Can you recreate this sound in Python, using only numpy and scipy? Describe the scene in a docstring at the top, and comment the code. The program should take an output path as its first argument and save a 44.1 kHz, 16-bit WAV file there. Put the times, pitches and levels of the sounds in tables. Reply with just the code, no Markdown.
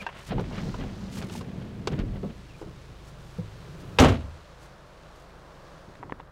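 """A car door slams, heard from inside: the lock snaps, the door booms and its panels rattle.
Before that, the driver opens the door, slides off the seat and climbs out: cloth rustles, limbs knock
on the plastic trim, and the strap that holds the door open clunks. Afterwards a small plastic case
clicks in someone's hand. Behind it all are an idling engine, a far rumble and hissing leaves."""
import sys
import numpy as np
from scipy.fft import rfft, irfft, next_fast_len
from scipy.io import wavfile
from scipy.ndimage import map_coordinates

SR = 44100
rng = np.random.default_rng(int(sys.argv[2]) if len(sys.argv) > 2 else 0)


def transcribe(u):
    """Save the signal u as a 16-bit wav file named by the first command-line argument.

    u: samples, shape (n,) or (channels, n), limited to [-1, 1]; the rate is SR.
    q: integer samples, one column per channel.
    """
    v = np.clip(np.atleast_2d(u).T, -1, 1)
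    q = np.round(v * 32767).astype(np.int16)
    wavfile.write(sys.argv[1], SR, q)


N = 278623

# A "tone" says how strong each frequency is: (frequency [Hz], relative level [dB])
FAR_TONE = [(15, -17), (30, -7), (45, -7.5), (70, -28.5), (170, -9), (225, -21), (330, -16), (440, -16),
            (590, -12.5), (750, -18.5), (1100, -17.5), (1700, -23.5), (2500, -40), (5000, -54.5)]
LEAF_TONE = [(800, -3), (2200, 1.5), (4000, -1), (6500, -8), (9000, -14), (12000, -22.5), (16000, -29)]
DRONE_TONE = [(30, -45), (70, -14.5), (110, 1), (165, 0), (215, -14), (400, -12.5), (800, -31.5),
              (2000, -49.5)]
CUSHION_TONE = [(20, -24), (60, -9), (110, 1.5), (165, -0.5), (195, 6), (235, -2.5), (290, -7),
                (380, -10.5), (600, -18.5), (1000, -28), (3000, -59)]
CLOTH_TONE = [(200, -14), (500, 10.5), (900, 6.5), (1800, 5.5), (3200, 1.5), (5000, -12), (7000, -49),
              (10000, -58), (16000, -42)]
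BRUSH_TONE = [(500, -4), (2000, 5.5), (4000, 4.5), (6500, 3), (9000, -1.5), (12000, -7), (16000, -13)]
HISS_TONE = [(1000, 11), (2500, -2), (4200, 6), (6300, 0.5), (8000, -6.5), (11000, -17), (16000, -20)]
FLOOR_TONE = [(25, -32), (60, -12), (100, 2), (190, -2.5), (280, -6), (420, -9), (700, -21.5), (1500, -59),
              (5000, -82)]
TRIM_TONE = [(60, -17), (250, -20), (393, 7.5), (550, 3), (720, 4.5), (900, 0), (1200, 1.5), (1500, 0.5),
             (1800, -13), (2700, -5), (4500, -10), (7000, -20), (10000, -34), (16000, -48)]
LOCK_TONE = [(100, 0), (500, 6), (1250, 1), (2000, -1.5), (2900, 0.5), (4300, -9.5), (6000, -18),
             (8000, -25), (12000, -34.5), (16000, -45)]
PANEL_TONE = [(30, -30), (80, -5.5), (180, -9), (260, 1.5), (330, -3.5), (480, 3), (900, -6), (1400, -9.5),
              (2000, -19), (3200, -19.5), (5000, -32.5), (7000, -34), (10000, -46.5), (16000, -63)]
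ROCKING_TONE = [(12, -46), (30, 3), (50, 5), (90, -26), (300, -93)]
BOUNCE_TONE = [(400, -18), (900, 9), (1900, 0), (3000, 0), (4200, -31), (9000, -36)]

# The notes of struck parts. A ring time is how long a sound takes to fade by 60 dB.
# (frequency [Hz], relative level [dB], ring time [s])
CASE_THUD_NOTES = [(287, -8, 0.026), (470, 10, 0.0071), (770, 1, 0.0098), (1740, 4, 0.0085)]
HANDLE_NOTES = [(830, -32, 0.05), (917, -22.5, 0.049), (1590, -27.5, 0.055), (1800, -34, 0.058),
                (2710, -30, 0.046), (3300, -40, .04)]
STRAP_NOTES = [(103.3, -29, 0.39), (169, -21.5, 0.14), (182, -30.5, 0.2), (500, -28.5, 0.085)]
CLAW_NOTES = [(5680, -3, 0.04), (6150, -1, 0.032), (6600, -3.5, 0.027), (7350, -7, 0.029),
              (7860, -10, 0.032)]  # the lock's steel claw
BOOM_NOTES = [(51.5, -27, 0.41), (67.3, -14, 0.23), (82, -9, 0.19), (100, -26, 0.53), (131, -18, 0.13),
              (146.5, -18.5, 0.4), (236, -17.5, 0.36), (260.6, -12.5, 0.32), (381.6, -14, 0.18),
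              (448, -16.5, 0.22), (489, -21, 0.18), (570, -21, 0.15), (675, -22, 0.35), (700, -23, 0.2),
              (756, -23, 0.21), (857, -26.5, 0.31), (1078, -30, 0.22), (1240, -27, 0.23), (1380, -38, 0.43),
              (2135, -27, 0.18), (2620, -46, 0.2)]  # the door's shell and the air in the car
# The plastic case's tick: (multiple of its pitch, relative level [dB], ring time [s])
CASE_TICK_NOTES = [(1, 8.5, 0.0074), (1.3, -16, 0.014), (1.95, -7.5, 0.0069), (2.4, -28, 0.0051)]
# How long the door panels ring: (frequency [Hz], ring time [s])
PANEL_RING_TIMES = [(80, 0.68), (250, 0.34), (700, 0.096), (3000, 0.23), (7000, 0.076), (14000, 0.22)]

# The engine's hum: (multiple of the firing rate, level with the door shut [dB])
ENGINE_NOTES = [(1, -60.5), (2, -55), (3, -59), (4, -67), (5, -59)]
# The far rumble and the leaves rise and fall: (time [s], relative level [dB])
FAR_LEVELS = [(2.4, -57.5), (3.69, -54.5), (4.02, -51), (4.43, -54.5), (5.7, -52.5), (6.32, -55.5)]
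LEAF_LEVELS = [(2.4, -62.5), (3.73, -60), (3.98, -59.5), (4.81, -64), (5.81, -64), (6.17, -69.5),
               (6.32, -73)]
# Clicks of the case: (time [s], tick gain [dB], snap level [dB])
CASE_CLICKS = [(5.954, -43, -30), (6.029, -27.5, -52), (6.0342, -28.5, -52), (6.0970, -29, -45),
               (6.1083, -42, -33), (6.1229, -22.5, -39), (6.197, -47, -29.5), (6.2008, -29.5, -36),
               (6.2072, -40, -34), (6.2733, -47, -45)]
# Thin squeaks: (time [s], length [s], start pitch [Hz], end pitch [Hz], level [dB])
SQUEAK_GLIDES = [(0, 0.021, 2440, 2440, -36), (2.487, 0.04, 2800, 2570, -55.5),
                 (2.538, 0.026, 2500, 2410, -53.5)]
# Sounds that swell and fade: (time [s], level [dB], half length [s])
CLOTH_BRUSHES = [(.02, -53, 0.018), (0.206, -57.5, 0.054), (0.281, -48, 0.019), (.41, -56, 0.009),
                 (1.168, -45.5, 0.046), (1.27, -57, 0.037), (1.334, -48, 0.022), (1.379, -50.5, 0.033),
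                 (2.6, -61.5, 0.037), (3.078, -57, 0.027), (3.3, -63, 0.13), (3.81, -57, 0.012),
                 (4.633, -60.5, 0.043), (5.18, -65.5, 0.07)]
LONG_HISSES = [(.66, -49, 0.21), (1.05, -53.5, 0.14), (3.7, -67, 0.21), (5.68, -65.5, 0.38)]  # first two: cloth sliding on the seat; last two: hiss from outdoors
CAR_ROCKS = [(.36, -37, 0.061), (.65, -39.5, 0.25), (.85, -53, 0.043), (2.08, -33, 0.095)]
HAND_RUMBLES = [(5.89, -46.5, 0.015), (6.07, -46, 0.098)]
# The driver shoves across the seat: (time [s], half length [s], cushion level [dB], cloth level [dB])
SEAT_SHOVES = [(0.025, 0.025, -43.5, -42.5), (0.183, 0.063, -49, -47.5), (0.313, 0.017, -39, -38.5),
               (.372, 0.056, -31.5, -52), (0.532, 0.019, -36, -44.5), (0.583, 0.027, -37.5, -41),
               (0.658, 0.05, -30.5, -71), (0.818, 0.033, -31.5, -46.5), (1.214, 0.053, -36, -49),
               (1.612, 0.034, -45, -55.5), (1.935, 0.029, -30.5, -48.5), (2.002, 0.017, -28, -42),
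               (2.16, 0.023, -30.5, -53.5), (2.256, 0.031, -30.5, -71), (2.305, 0.012, -37, -52.5)]
# Knocks on the trim: (time [s], level [dB], brightness [dB/octave], note pitch [Hz], note level [dB])
TRIM_KNOCKS = [(0.32, -29.5, -4, 715, -28), (0.381, -25, -6, 873, -23), (.396, -32.5, -2, 520, -35),
               (0.511, -31.5, -6, 696, -52), (.742, -34, -2, 993, -27), (0.837, -33.5, -5.5, 810, -32),
               (1.224, -34.5, 1, 800, -36), (1.297, -39, 2, 915, -52), (1.352, -45, -1, 870, -30),
               (1.41, -37, -0.5, 1080, -36), (1.8726, -22, 1, 393, -21), (1.921, -43, 1.5, 540, -40),
               (1.990, -35, 0, 390, -44), (2.232, -32, -6, 394, -28), (2.243, -37, -7, 563, -32),
               (2.614, -30.5, -6.5, 328, -36), (2.672, -37.5, -7, 317, -40)]
# Weight shifts on the seat and door sill: (time [s], level [dB])
FLOOR_THUMPS = [(.335, -28.5), (0.405, -34), (0.788, -34.5), (1.196, -39.5), (1.919, -26), (1.986, -28),
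                (2.030, -32.5), (2.66, -40.5), (3.835, -43.5)]
# The lock snaps shut; the door hits its seals and shakes: (time [s], level [dB], brightness [dB/octave])
LOCK_SNAPS = [(3.9863, -10.5, 0), (3.9988, -25, 8), (4.0038, -26.5, 6.5)]
DOOR_HITS = [(3.9991, -18, -4), (4.0060, -14, -6), (4.0216, -20.5, 3), (4.0366, -15.5, 1), (4.0454, -14, 1),
             (4.0690, -20, -7), (4.0839, -26, 3.5), (4.0950, -27.5, 0.5), (4.1212, -30.5, 1),
             (4.142, -36, 1.5), (4.2085, -49.5, 3.5)]
# The claw drops into its last notch: (time [s], gain [dB])
CLAW_DROPS = [(3.9975, -19), (4.0036, -27)]

DOOR_OPENS_S, DOOR_WIDE_S, DOOR_SHUT_S, SEAL_S = 0.3, 1, 3.98, 0.04
HIT_SAMPLES = 24000
TIME = np.arange(N) / SR


def amp(db):
    """Turn decibels into a gain."""
    return 10 ** (np.asarray(db) / 20)


def along(points, hz):
    """Look up a value between the rows of a frequency table, on a log scale."""
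    freqs, values = np.transpose(points)
    return np.interp(np.log(hz + 1), np.log(freqs), values)


def curve(rows):
    """Join (time, value) points with straight lines."""
    return np.interp(TIME, *np.transpose(rows))


def wobble(rate):
    """A smooth random curve through `rate` points a second."""
    return map_coordinates(rng.standard_normal(N // 40), [TIME * rate], mode="wrap")


def swells(rows):
    """A gain made of bell-shaped bumps."""
    return sum(amp(db) * np.exp(-((TIME - s) / width) ** 2) for s, db, width in rows)


def gate(on, attack, off, release):
    """A gain that rises from 0 to 1, holds and falls back (times in seconds)."""
    return np.clip((TIME - on) / attack, 0, 1) * np.clip(1 - (TIME - off) / release, 0, 1)


def filtered(x, gain):
    """Turn each frequency of x up or down by gain(hz)."""
    size = next_fast_len(len(x) + 8192)
    return irfft(rfft(x, size) * gain(np.fft.rfftfreq(size, 1 / SR)), size)[:len(x)]


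def noise(tone, grain_db=0):
    """Noise of strength 1 with the given tone; grain_db makes it crackle."""
    grains = rng.standard_normal(N) * amp(grain_db * rng.standard_normal(N))
    shaped = filtered(grains, lambda hz: amp(along(tone, hz)))
    return shaped / np.sqrt(np.mean(shaped ** 2) + 1e-20)


def add(track, s, sound):
    """Mix a sound in, starting at s seconds."""
    start = round(s * SR)
    track[start:start + len(sound)] += sound[:N - start]


def ring(notes, attack):
    """A struck object rings with a few fading notes that build up over `attack` seconds."""
    t = TIME[:HIT_SAMPLES]
    ringing = sum(amp(db - 60 * t / ring_s) * np.sin(2 * np.pi * hz * t) for hz, db, ring_s in notes)
    return ringing * (1 - np.exp(-t / attack))


def burst(tone, ring_times, bright_db=0, rise=1):
    """A noisy hit: each octave builds over `rise` cycles, then fades by the (Hz, s) ring_times."""
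    t, hz = TIME[:HIT_SAMPLES], np.fft.rfftfreq(HIT_SAMPLES, 1 / SR)
    octave = np.log2(hz + 1)
    spectrum = amp(along(tone, hz) + bright_db * octave) * np.exp(2j * np.pi * rng.random(len(hz)))
    centres = np.arange(5, 15)[:, None]  # octaves from 32 Hz up
    bands = irfft(spectrum * np.maximum(1 - abs(octave - centres), 0)) / np.std(irfft(spectrum))
    build = 1 - np.exp(-t * 2 ** centres / rise)
    fade = amp(-60 * t / along(ring_times, 2 ** centres))
    return np.sum(bands * build * fade, axis=0)


def outdoors():
    """An engine idles under a far rumble and hissing leaves; the open door lets more bass in."""
    firing_hz, engine_rise_db = 26.7, 5.5
    drone_db, drone_rise_db = -63.5, 13
    door_open = gate(DOOR_OPENS_S, DOOR_WIDE_S - DOOR_OPENS_S, DOOR_SHUT_S, SEAL_S)
    phase = 2 * np.pi * firing_hz * TIME + 0.26 * wobble(4.1)
    hum = sum(amp(db + 2 * wobble(5)) * np.sin(k * phase + 2 * np.pi * rng.random())
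              for k, db in ENGINE_NOTES)
    engine = amp(engine_rise_db * door_open) * hum
    far = amp(curve(FAR_LEVELS) + 2.5 + 0.35 * wobble(6)) * noise(FAR_TONE)
    drone = amp(drone_db + drone_rise_db * door_open) * noise(DRONE_TONE)
    leaves = amp(curve(LEAF_LEVELS) + 3 + 0.68 * wobble(8.9)) * noise(LEAF_TONE, grain_db=5)
    return engine + far + drone + leaves


def long_hisses():
    """Long swells of hiss: cloth sliding on the seat early on, then hiss from outdoors."""
    return swells(LONG_HISSES) * noise(HISS_TONE, grain_db=7)


def car_rocking():
    """The car rocks on its springs with a deep rumble."""
    return swells(CAR_ROCKS) * noise(ROCKING_TONE)


def plastic_case():
    """A plastic case ticks over the soft rumble of the hand that grips it; hard clicks also thud."""
    case_hz, hard_tick_db = 954, -23
    out = swells(HAND_RUMBLES) * noise(FLOOR_TONE)
    for s, tick_db, snap_db in CASE_CLICKS:
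        pitch_hz = case_hz * (1 + 0.04 * rng.standard_normal())
        notes = [(k * pitch_hz, db, ring_s) for k, db, ring_s in CASE_TICK_NOTES]
        thud_db = -23.5 + 3.5 * (tick_db - hard_tick_db)  # grows faster than the tick
        add(out, s, amp(tick_db) * ring(notes, attack=0.00055))
        add(out, s, amp(thud_db) * ring(CASE_THUD_NOTES, attack=0.00073))
        add(out, s, amp(snap_db) * burst(LOCK_TONE, [(1000, 0.014), (8000, 0.0034)], bright_db=-2.5))
    return out


def squeaks():
    """Faint, thin squeaks waver around a steady or falling pitch."""
    out = np.zeros(N)
    for s, length, start_hz, end_hz, db in SQUEAK_GLIDES:
        progress = np.linspace(0, 1, round(length * SR))
        waver = 1 + 0.022 * wobble(480)[:len(progress)]
        pitch_hz = (start_hz + (end_hz - start_hz) * progress) * waver
        add(out, s, amp(db) * np.sin(np.pi * progress) * np.sin(2 * np.pi * np.cumsum(pitch_hz) / SR))
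    return out


def cushion_and_cloth():
    """The cushion rumbles and cloth snags as the driver slides; quick brushes of cloth come and go."""
    cushion_db = -38.5
    cloth_db = -52 - 4 * TIME  # less cloth touches the seat as he leaves it
    drag = gate(on=0.267, attack=0.04, off=2.05, release=0.45)
    cushion_shoves = swells([(s, db, width) for s, width, db, _ in SEAT_SHOVES])
    cloth_shoves = swells([(s, db, width) for s, width, _, db in SEAT_SHOVES])
    press = np.hypot(amp(cushion_db) * drag, cushion_shoves)
    rub = np.hypot(amp(cloth_db) * drag, cloth_shoves)
    cushion = press * amp(0.99 * wobble(14.4)) * noise(CUSHION_TONE)
    cloth = rub * amp(2.3 * wobble(110)) * noise(CLOTH_TONE, grain_db=7)
    brushes = swells(CLOTH_BRUSHES) * amp(2.2 * wobble(150)) * noise(BRUSH_TONE, grain_db=4)
    return cushion + cloth + brushes


def knocks():
    """Limbs clack against the plastic trim and the driver's weight thumps the floor."""
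    out = np.zeros(N)
    for s, db, bright_db, note_hz, note_db in TRIM_KNOCKS:
        ring_s = 0.044 * 2 ** (-bright_db / 9)  # a duller knock is softer and lasts longer
        ring_times = [(300, 2.9 * ring_s), (1200, ring_s), (6000, 1.14 * ring_s)]
        add(out, s, amp(db) * burst(TRIM_TONE, ring_times, bright_db, rise=0.18))
        add(out, s, ring([(note_hz, note_db, 28 / note_hz)], attack=0.00057))  # rings for 28 cycles
    for s, db in FLOOR_THUMPS:
        add(out, s, amp(db) * burst(FLOOR_TONE, [(70, 0.97), (200, 0.4), (800, 0.089)], rise=0.098))
    return out


def handle_and_strap():
    """The handle springs back and bounces; later the door's strap drops off its notch with a clunk."""
    handle_s, bounce_s, strap_s = 0.0652, 0.0885, 3.3845
    out = np.zeros(N)
    add(out, handle_s, ring(HANDLE_NOTES, attack=0.00062))
    add(out, handle_s, amp(-34.5) * burst(TRIM_TONE, [(500, 0.14), (7000, 0.032)]))
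    add(out, bounce_s, amp(-36) * burst(BOUNCE_TONE, [(900, 0.086), (3000, 0.065)]))
    add(out, strap_s, ring(STRAP_NOTES, attack=0.0065))
    add(out, strap_s, amp(-36.5) * burst(FLOOR_TONE, [(300, 0.1), (4000, 0.037)], bright_db=6.5))
    return out


def door_swing():
    """A low rumble grows as the door speeds up and ends as it lands."""
    peak_db, rise_db_per_s = -42.5, 19
    to_go = DOOR_SHUT_S - TIME
    cutoff = np.clip(1 + to_go / SEAL_S, 0, 1)
    return amp(peak_db - rise_db_per_s * abs(to_go)) * cutoff * noise(DRONE_TONE)


def door_rattle(s, gain_db, ring_s, count):
    """Loose parts inside the door chatter in random ticks that die away."""
    ticks = np.zeros(N)
    for when, weakness in rng.random((count, 2)):
        delay = 0.2 * when
        tick = rng.standard_normal(200) * np.exp(-np.arange(200) / 45)
        add(ticks, s + delay, amp(gain_db - 60 * delay / ring_s - 9.8 * weakness) * tick)
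    return filtered(ticks, lambda hz: amp(along(LOCK_TONE, hz)))


def door_slam():
    """The lock snaps first; then the door lands, booms and shudders against its seals."""
    out = door_rattle(4.0, gain_db=-5, ring_s=0.42, count=34)
    for s, db, bright_db in LOCK_SNAPS:
        snap = burst(LOCK_TONE, [(500, 0.15), (3000, 0.1), (7000, 0.14), (14000, 0.13)], bright_db)
        add(out, s, amp(db) * snap)
    for s, db in CLAW_DROPS:
        add(out, s, amp(db) * ring(CLAW_NOTES, attack=0.0007))
    for s, db, bright_db in DOOR_HITS:
        add(out, s, amp(db) * burst(PANEL_TONE, PANEL_RING_TIMES, bright_db, rise=0.15))
    add(out, 3.9975, amp(2.5) * ring(BOOM_NOTES, attack=0.011))
    return out


def scene():
    """Everything as heard from the passenger seat, in one channel."""
    return (handle_and_strap() + cushion_and_cloth() + long_hisses() + car_rocking() + knocks()
            + squeaks() + door_swing() + door_slam() + plastic_case() + outdoors())[None]


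def record(dry):
    """Round off the loudest peaks and cut the very highest treble."""
    ceiling, top_hz = 0.8, 15800
    rounded = dry[0] / (1 + (dry[0] / ceiling) ** 6) ** (1 / 6)
    return filtered(rounded, lambda hz: hz < top_hz)[None]


dry = scene()
out = record(dry)
transcribe(out)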